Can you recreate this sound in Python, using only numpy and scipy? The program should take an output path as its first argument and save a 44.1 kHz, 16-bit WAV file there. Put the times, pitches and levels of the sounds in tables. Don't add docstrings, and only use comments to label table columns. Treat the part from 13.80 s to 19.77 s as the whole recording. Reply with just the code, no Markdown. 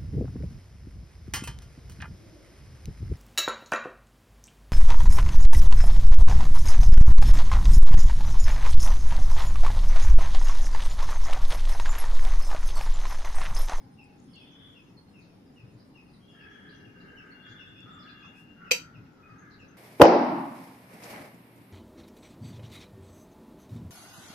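import sys
import numpy as np
from scipy import signal
from scipy.fft import rfft, irfft, next_fast_len
from scipy.io import wavfile
from scipy.ndimage import uniform_filter1d

SR = 44100
rng = np.random.default_rng(int(sys.argv[2]) if len(sys.argv) > 2 else 0)


def inscribe(sig):
    pcm = np.round(np.clip(np.atleast_2d(sig).T, -1, 1) * 32767)
    wavfile.write(sys.argv[1], SR, pcm.astype(np.int16))


N = 263268
TIME = np.arange(N) / SR


def amp(db):
    return 10 ** (np.asarray(db) / 20)


def unit(x):
    return x / np.sqrt(np.mean(x ** 2) + 1e-20)


def read(points, hz):
    f, value = np.transpose(points)
    return np.interp(np.log(hz + 1), np.log(f + 1), value)


def add(mix, s, sound):
    start = max(round(s * SR), 0)
    part = mix[..., start:][..., :sound.shape[-1]]
    part += sound[..., :part.shape[-1]]


def pan(db):
    return amp(np.array([[db], [-db]]) / 2)


def colour(x, points):
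    hz = np.fft.rfftfreq(x.shape[-1], 1 / SR)
    return irfft(rfft(x) * amp(read(points, hz)), x.shape[-1])


def wander(size, hz):
    span = next_fast_len(size + SR // 8)
    slow = np.exp(-(np.fft.rfftfreq(span, 1 / SR) / hz) ** 2)
    return unit(irfft(rfft(rng.standard_normal(span)) * slow, span))[:size]


def resonate(x, hz, width):
    turn = np.exp(2j * np.pi * np.cumsum(hz * np.ones(len(x))) / SR)
    r = np.exp(-np.pi * width / SR)
    return 2 * (turn * signal.lfilter([1 - r], [1, -r], x / turn)).real


def echoes(x, decay, delay):
    hz, t, z = signal.stft(rng.standard_normal((2, SR)), SR, nperseg=256)
    dying = np.exp(-np.log(1000) * t / read(decay, hz)[:, None])
    tail = signal.istft(z * dying, SR, nperseg=256)[1]
    tail *= 1 - np.exp(-(np.arange(tail.shape[1]) / SR / delay) ** 2)
    tail /= np.linalg.norm(tail, axis=1, keepdims=True)
    return signal.fftconvolve(np.atleast_2d(x), tail, axes=1)[:, :N]


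def syrinx(hz, db, flutter, flutter_hz, taper, waver_db, overtone=0):
    size = len(hz)
    phase = 2 * np.pi * np.cumsum(hz * (1 + flutter * wander(size, flutter_hz))) / SR
    shape = signal.windows.tukey(size, taper) * amp(waver_db * wander(size, 30))
    return amp(db) * unit(shape * (np.sin(phase) + overtone * np.sin(2 * phase)))


def whistle(length, start_hz, end_hz, db, flutter, flutter_hz, taper, bend, waver_db, overtone=0):
    u = np.linspace(0, 1, int(length * SR))
    hz = end_hz + (start_hz - end_hz) * (1 - u) ** bend
    return syrinx(hz, db, flutter, flutter_hz, taper, waver_db, overtone)


def room_tone():
    # f/Hz, relative level per Hz/dB
    tone_points = [(25, -14), (50, -12.5), (105, -1), (280, -4), (420, -9.5), (650, -17), (820, -15.5),
                   (1050, -20.5), (2300, -26.5), (4000, -32.5), (6000, -36), (8500, -48), (12000, -42),
                   (15300, -47.5)]
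    # f/Hz, likeness (1 = the same)
    same_points = [(60, 1), (250, 0.86), (500, 0.47), (1000, 0.066), (3000, 0.086), (12000, 0.092)]
    level_db = -54
    a, b, c, d, patches = rng.standard_normal((N // 512 + 5, 1025, 5)).T
    hz = np.fft.rfftfreq(2048, 1 / SR)
    same = np.clip(read(same_points, hz), -1, 1)[:, None]
    left, other = a + 1j * b, c + 1j * d
    z = np.array([left, same * left + np.sqrt(1 - same ** 2) * other])
    resonances = [(180.7, 11.0, 7.7), (269.8, 17, 6.6)]  # f/Hz, half width/Hz, lift/dB
    lift = sum(db / (1 + ((hz - f) / width) ** 2) for f, width, db in resonances)
    patches = unit(uniform_filter1d(uniform_filter1d(patches, 9, 0), 8, 1))
    z *= amp((read(tone_points, hz) + lift)[:, None] + 1.78 * patches)
    left_minus_right_db = read([(150, 2.0), (400, 0.5), (3000, 1.5), (12000, 1)], hz)
    z *= amp(np.multiply.outer([.5, -.5], left_minus_right_db))[:, :, None]
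    noise = signal.istft(z, nperseg=2048, noverlap=1536)[1][:, :N]
    return amp(level_db) * unit(noise)


def whine():
    # t/s, relative level/dB
    level_points = [(0, -80.5), (.3, -84), (.55, -76.5), (.85, -85), (2.3, -83.5), (3.7, -91), (4.4, -104)]
    level = amp(np.interp(TIME, *np.transpose(level_points)))

    def tone(hz, spread_hz):
        phase = 2 * np.pi * np.cumsum(hz + spread_hz * wander(N, 150)) / SR
        return np.sin(phase) * amp(3.0 * wander(N, 20))
    return level * np.array([amp(3.5) * tone(9200, 50) + amp(4.0) * tone(5110, 18) for microphone in range(2)])


def swells():
    # middle t/s, half length/s, level at its peak/dB, centre f/Hz, half width/Hz
    swell_table = [(0.183, 0.39, -65, 815, 54.6), (0.833, 0.16, -66, 1600, 820),
                   (2.95, 0.5, -63.5, 413, 25.2), (4.456, 0.02, -54, 1200, 300),
                   (4.597, 0.048, -72, 8600, 6000), (0.932, .05, -82, 9000, 6000)]
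    bins = np.fft.rfftfreq(N, 1 / SR)
    noise, out = rfft(rng.standard_normal((2, N))), np.zeros((2, N))
    for s, half_length, db, hz, width in swell_table:
        band = unit(irfft(noise * np.exp(-((bins - hz) / width) ** 2), N))
        out += amp(db) * band * np.exp(-((TIME - s) / half_length) ** 2)
    return out


def small_noises():
    # t/s, relative level/dB, f/Hz
    tick_table = [(0.241, -66.5, 7800), (.401, -64.5, 6850), (.443, -73, 7330), (.479, -74, 7100),
                  (.558, -66.5, 7230), (4.005, -67.5, 7400)]
    # middle t/s, relative level/dB
    bump_table = [(.02, -49), (1.844, -44.5), (1.96, -50), (3.082, -48.5), (3.711, -46.5), (4.051, -49.5),
                  (5.19, -46), (5.53, -47.5)]
    bump_hz = 115.6
    ticks, bumps = np.zeros(N), np.zeros(N)
    t = np.arange(SR // 8) / SR
    for s, db, hz in tick_table:
        puff = rng.standard_normal(len(t)) * np.exp(-t / .0015)
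        tick = resonate(resonate(puff, hz, 1100), hz, 1100)
        add(ticks, s, amp(db + 8.0) * tick / abs(tick).max())
    middle = t - t.mean()
    for s, db in bump_table:
        bump = np.exp(-(middle / 0.019) ** 2) * np.sin(2 * np.pi * bump_hz * middle)
        add(bumps, s - t.mean(), amp(db) * bump)
    return ticks + pan(2.6) * bumps


def crow():
    # t/s, length/s, relative level/dB, main throat resonance at mid-call f/Hz
    caw_table = [(2.5, .46, -57, 1640), (3.12, .42, -55.5, 1550), (3.598, 0.16, -52.5, 1570),
                 (4.0, .21, -51.5, 1263), (4.216, 0.24, -57, 1560), (4.747, 0.22, -50, 1385),
                 (5.35, .17, -54.5, 1264), (5.55, .14, -57, 1557), (5.87, .22, -55, 1340)]
    # f/Hz, time to fall by 60 dB/s
    street = [(1000, 1.3), (2000, 1.66), (4000, .8), (8000, 0.53)]
    base_hz, rough = 321.7, 4.5
    close = 0.05
    # ratio to the main one, width/Hz, relative level/dB
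    throat = [(.82, 190, 1.5), (1.0, 240, 7.5), (1.24, 371, -11)]
    calls = np.zeros(N)
    for s, length, db, open_hz in caw_table:
        u = np.linspace(0, 1, int(length * SR))
        arch = 1.02 - .22 * (u - .35) ** 2
        turns = np.cumsum(base_hz * arch * (1 + .05 * wander(len(u), 90))) / SR
        pulses = np.exp(-(turns % 1) / 0.2)
        drive = pulses * (1 + rough * rng.standard_normal(len(u))) * amp(4.0 * wander(len(u), 25))
        throat_hz = open_hz * (1 - close * (u - .5))
        voice = np.zeros(len(u))
        for ratio, width, peak_db in throat:
            hz = throat_hz * ratio
            voice += amp(peak_db) * resonate(resonate(drive, hz, width), hz, width)
        add(calls, s, amp(db) * unit(voice * signal.windows.tukey(len(u), .32)))
    calls = colour(calls, [(500, -40.5), (950, -21.5), (1200, -3.0), (2100, 3.0), (3200, -8.0)])
    return pan(2.1) * (amp(-8) * calls + amp(-2.5) * echoes(calls, street, delay=0.0033))


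def twitter():
    # t/s, relative level/dB, start f/Hz
    pip_table = [(.529, -59.5, 4530), (1.167, -60.5, 4480), (3.505, -62.5, 4400), (4.188, -63, 5150),
                 (5.579, -56.5, 6760), (5.877, -62.5, 6400)]
    pip_s, pip_fall, pip_flutter = .021, .965, .018
    # t/s, length/s, relative level/dB
    rasp_table = [(.55, 0.056, -69), (1.39, 0.08, -71), (1.99, 0.04, -67.5), (2.293, 0.077, -70.5),
                  (2.885, 0.058, -65), (3.15, .13, -74), (3.656, .092, -70.5), (4.205, .13, -63.5),
                  (5.701, 0.049, -63.5)]
    rasp_hz, rasp_end_hz, rasp_flutter = 4870, 4150, 0.1003
    # t/s, relative level/dB, start f/Hz
    tseep_table = [(.375, -69, 6500), (.694, -71, 6500), (1.38, -70.5, 6450), (2.689, -71, 6250),
                   (2.92, -68, 6400), (3.65, -66, 6600), (4.082, -66.5, 7300), (4.41, -67.5, 6150)]
    tseep_s, tseep_fall, tseep_flutter = .075, 0.97, 0.057
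    flock_db, flock_spread_db = -82, 6
    flock_low_hz, flock_high_hz = 4300, 6750

    song = np.zeros(N)
    for s, db, hz in pip_table:
        add(song, s, whistle(pip_s, hz, hz * pip_fall, db, pip_flutter,
                             flutter_hz=149, taper=0.56, bend=1.9, waver_db=4.0))
    for s, length, db in rasp_table:
        add(song, s, whistle(length, rasp_hz, rasp_end_hz, db, rasp_flutter,
                             flutter_hz=203, taper=0.29, bend=1.9, waver_db=6.0))
    for s, db, hz in tseep_table:
        add(song, s, whistle(tseep_s, hz, hz * tseep_fall, db, tseep_flutter,
                             flutter_hz=150, taper=0.22, bend=1.9, waver_db=7.0))
    for when, pitch, size in rng.random((60, 3)):
        hz = flock_low_hz + (flock_high_hz - flock_low_hz) * pitch
        db = flock_db + flock_spread_db * size
        add(song, when * N / SR, whistle(0.056, hz * 1.2, hz, db, flutter=0.03,
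                                         flutter_hz=120, taper=1.0, bend=0.99, waver_db=1.5))
    return song


def trill(length, db, top_hz, lower_db):
    droop, crest = .12, .52
    flutter, lower_strand = .02, .905
    u = np.linspace(0, 1, int(length * SR))
    hz = top_hz * (1 - droop * (u - crest) ** 2)
    return sum(syrinx(hz * ratio, db + strand_db, flutter, flutter_hz=227, taper=.45, waver_db=3.5)
               for ratio, strand_db in [(1, 0), (lower_strand, lower_db)])


def long_calls():
    # t/s, length/s, relative level/dB, top f/Hz, lower strand against upper/dB
    trill_table = [(.45, .6, -60.5, 3425, -5), (2.35, .76, -64.5, 3317, -8), (3.48, 1.1, -59.5, 3480, -19)]
    # t/s, length/s, relative level/dB, start f/Hz
    whistle_table = [(2.39, .5, -72.5, 2800), (2.88, .55, -63.5, 2795), (3.25, .18, -70.5, 3060),
                     (3.47, .8, -64.5, 2795), (4.28, .65, -65, 2775), (5.425, .08, -57.5, 2510)]
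    rise, flutter = .007, .008
    song = np.zeros(N)
    for s, *call in trill_table:
        add(song, s, trill(*call))
    for s, length, db, hz in whistle_table:
        add(song, s, whistle(length, hz, hz * (1 + rise), db, flutter,
                             flutter_hz=221, taper=.22, bend=1.0, waver_db=3.0))
    return song


def near_bird():
    # t/s, length/s, relative level/dB
    chirp_table = [(0.17, 0.071, -56.5), (0.546, 0.09, -57.5), (.941, 0.075, -59), (1.324, 0.091, -60.5),
                   (1.756, 0.069, -59), (2.139, 0.079, -57.5), (2.582, 0.065, -57), (3.038, 0.047, -64.5),
                   (3.364, .049, -51.5), (3.778, 0.062, -51.5), (4.262, 0.043, -56), (4.848, 0.041, -55.5),
                   (5.137, 0.038, -57.5), (5.787, 0.045, -55.5)]
    # t/s, relative level/dB
    upslur_table = [(3.956, -54), (4.423, -54.5), (4.548, -56)]
    chirp_hz, chirp_end_hz = 2920, 2515
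    push_from_db, push_rise_per_db = -56, .009
    upslur_s, upslur_hz, upslur_end_hz = .047, 2470, 2737
    voice = dict(flutter=.02, flutter_hz=149, taper=.26, bend=2.0, waver_db=3.0, overtone=amp(-17.5))
    song = np.zeros(N)
    for s, length, db in chirp_table:
        sharp = 1 + push_rise_per_db * max(db - push_from_db, 0)
        add(song, s, whistle(length, chirp_hz * sharp, chirp_end_hz * sharp, db, **voice))
    for s, db in upslur_table:
        add(song, s, whistle(upslur_s, upslur_hz, upslur_end_hz, db, **voice))
    return song


def small_birds():
    # f/Hz, time to fall by 60 dB/s
    yard = [(1000, 0.81), (2500, 0.21), (4500, 0.23), (8000, 0.26)]
    song = near_bird() + long_calls() + twitter()
    late_echo = np.interp(TIME - .105, TIME, song, left=0)
    song = song + amp(-11) * late_echo
    left, right = amp(-9.0) * song + amp(-1) * echoes(song, yard, delay=0.0028)
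    left = colour(left, [(2500, 0.5), (5000, 0.5), (6500, -3.5)])
    right = colour(right, [(2500, -1), (5000, 3.0), (6500, -20.5)])
    return np.array([left, right])


def light_switch():
    # t/s, relative knock/dB, relative crack/dB
    snap_table = [(4.9098, -2, -4.5), (4.9119, -18.5, -5), (4.9134, 1, 4.5), (4.9167, -10, 1),
                  (4.9192, -12.5, 4)]
    # f/Hz, relative level/dB, time to fall by 60 dB/s, left minus right/dB
    plate = [(452, -5.5, 0.19, 8.5), (501, 0, 0.17, -0.5), (601, -10, 0.13, 11.5), (953, -9, 0.15, -1.5),
             (1910, -12.5, 0.15, 1.5), (2200, -3.5, 0.12, -1), (2240, -8, .14, -3), (2390, 0, .12, -1),
             (2410, -6, .12, -9), (2637, 3.5, .14, -8.5), (2790, -3, .12, -1.5), (2860, -3, .12, 1),
             (3135, 1.5, 0.13, 3), (3915, 0.5, 0.11, -14.5), (4497, -9, 0.1, -2.5), (4530, -6, 0.26, 1.5),
             (5160, -7.5, .085, 1.5), (5400, -8, 0.12, -0.5), (5780, -2.5, 0.077, 0.5),
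             (6000, 1, 0.12, 5.5), (6000, -1.5, 0.1, 7), (6600, -13, 0.062, 5.5)]
    # f/Hz, half width/Hz, relative level per Hz/dB, left minus right/dB
    housing_table = [(200, 90, -20.5, 5.5), (510, 70, -12, -4.5), (1020, 91, -17.5, -5.5),
                     (1500, 520, -19.5, 1.5), (2490, 420, -3.5, 3), (3040, 91, -3.5, 5),
                     (3930, 61, 1, -2.5), (4670, 260, -0.5, -2), (5370, 110, -4.5, 0), (6090, 280, -3, 7.5),
                     (6750, 660, -21.5, 5.5), (7560, 420, -9, 3.5), (9160, 900, -27, 3),
                     (11720, 740, -15.5, -3.5), (14000, 1400, -21.5, 1.5)]
    # f/Hz, time to fall by 60 dB/s
    room = [(250, 0.16), (1000, 0.19), (2500, 0.21), (6000, 0.23), (12000, .2)]
    stop_s = 4.9136
    right_lag_s = 0.000492
    thud_hz, thud_db, thud_t60_s = 490, -26, .07

    t = np.arange(SR // 3) / SR

    def fade(t60):
        return np.exp(-np.log(1000) * t / t60)
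    bins = np.fft.rfftfreq(len(t), 1 / SR)
    housing = sum(pan(side_db) * amp(db) / (1 + ((bins - hz) / width) ** 4)
                  for hz, width, db, side_db in housing_table)
    knock = np.sin(2 * np.pi * 2500 * t) * fade(0.015) * (1 - np.exp(-t / 0.0012))
    click = np.zeros((2, N))
    for s, knock_db, crack_db in snap_table:
        grit = unit(irfft(rfft(rng.standard_normal((2, len(t)))) * housing, len(t)))
        add(click, s, amp(knock_db - 6.5) * knock + amp(crack_db - 21.0) * grit * fade(0.032))
    arrival = t - np.array([[0], [right_lag_s]])
    for hz, db, t60, side_db in plate:
        ring = fade(t60) * np.sin(2 * np.pi * hz * arrival)
        add(click, stop_s, pan(side_db) * amp(db - 32.5) * ring)
    thud = fade(thud_t60_s) * np.sin(2 * np.pi * thud_hz * arrival)
    add(click, stop_s, amp(thud_db) * thud)
    click = signal.sosfilt(signal.butter(2, 260, "highpass", fs=SR, output="sos"), click)
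    return click + amp(-7.5) * echoes(click, room, delay=0.0067)


def scene():
    return room_tone() + whine() + swells() + small_noises() + crow() + small_birds() + light_switch()


def record(dry):
    edge_hz = 15450
    lowpass = signal.firwin(511, edge_hz, window=("kaiser", 9), fs=SR)
    return signal.oaconvolve(dry, lowpass[None], "same", axes=1)


dry = scene()
out = record(dry)
inscribe(out)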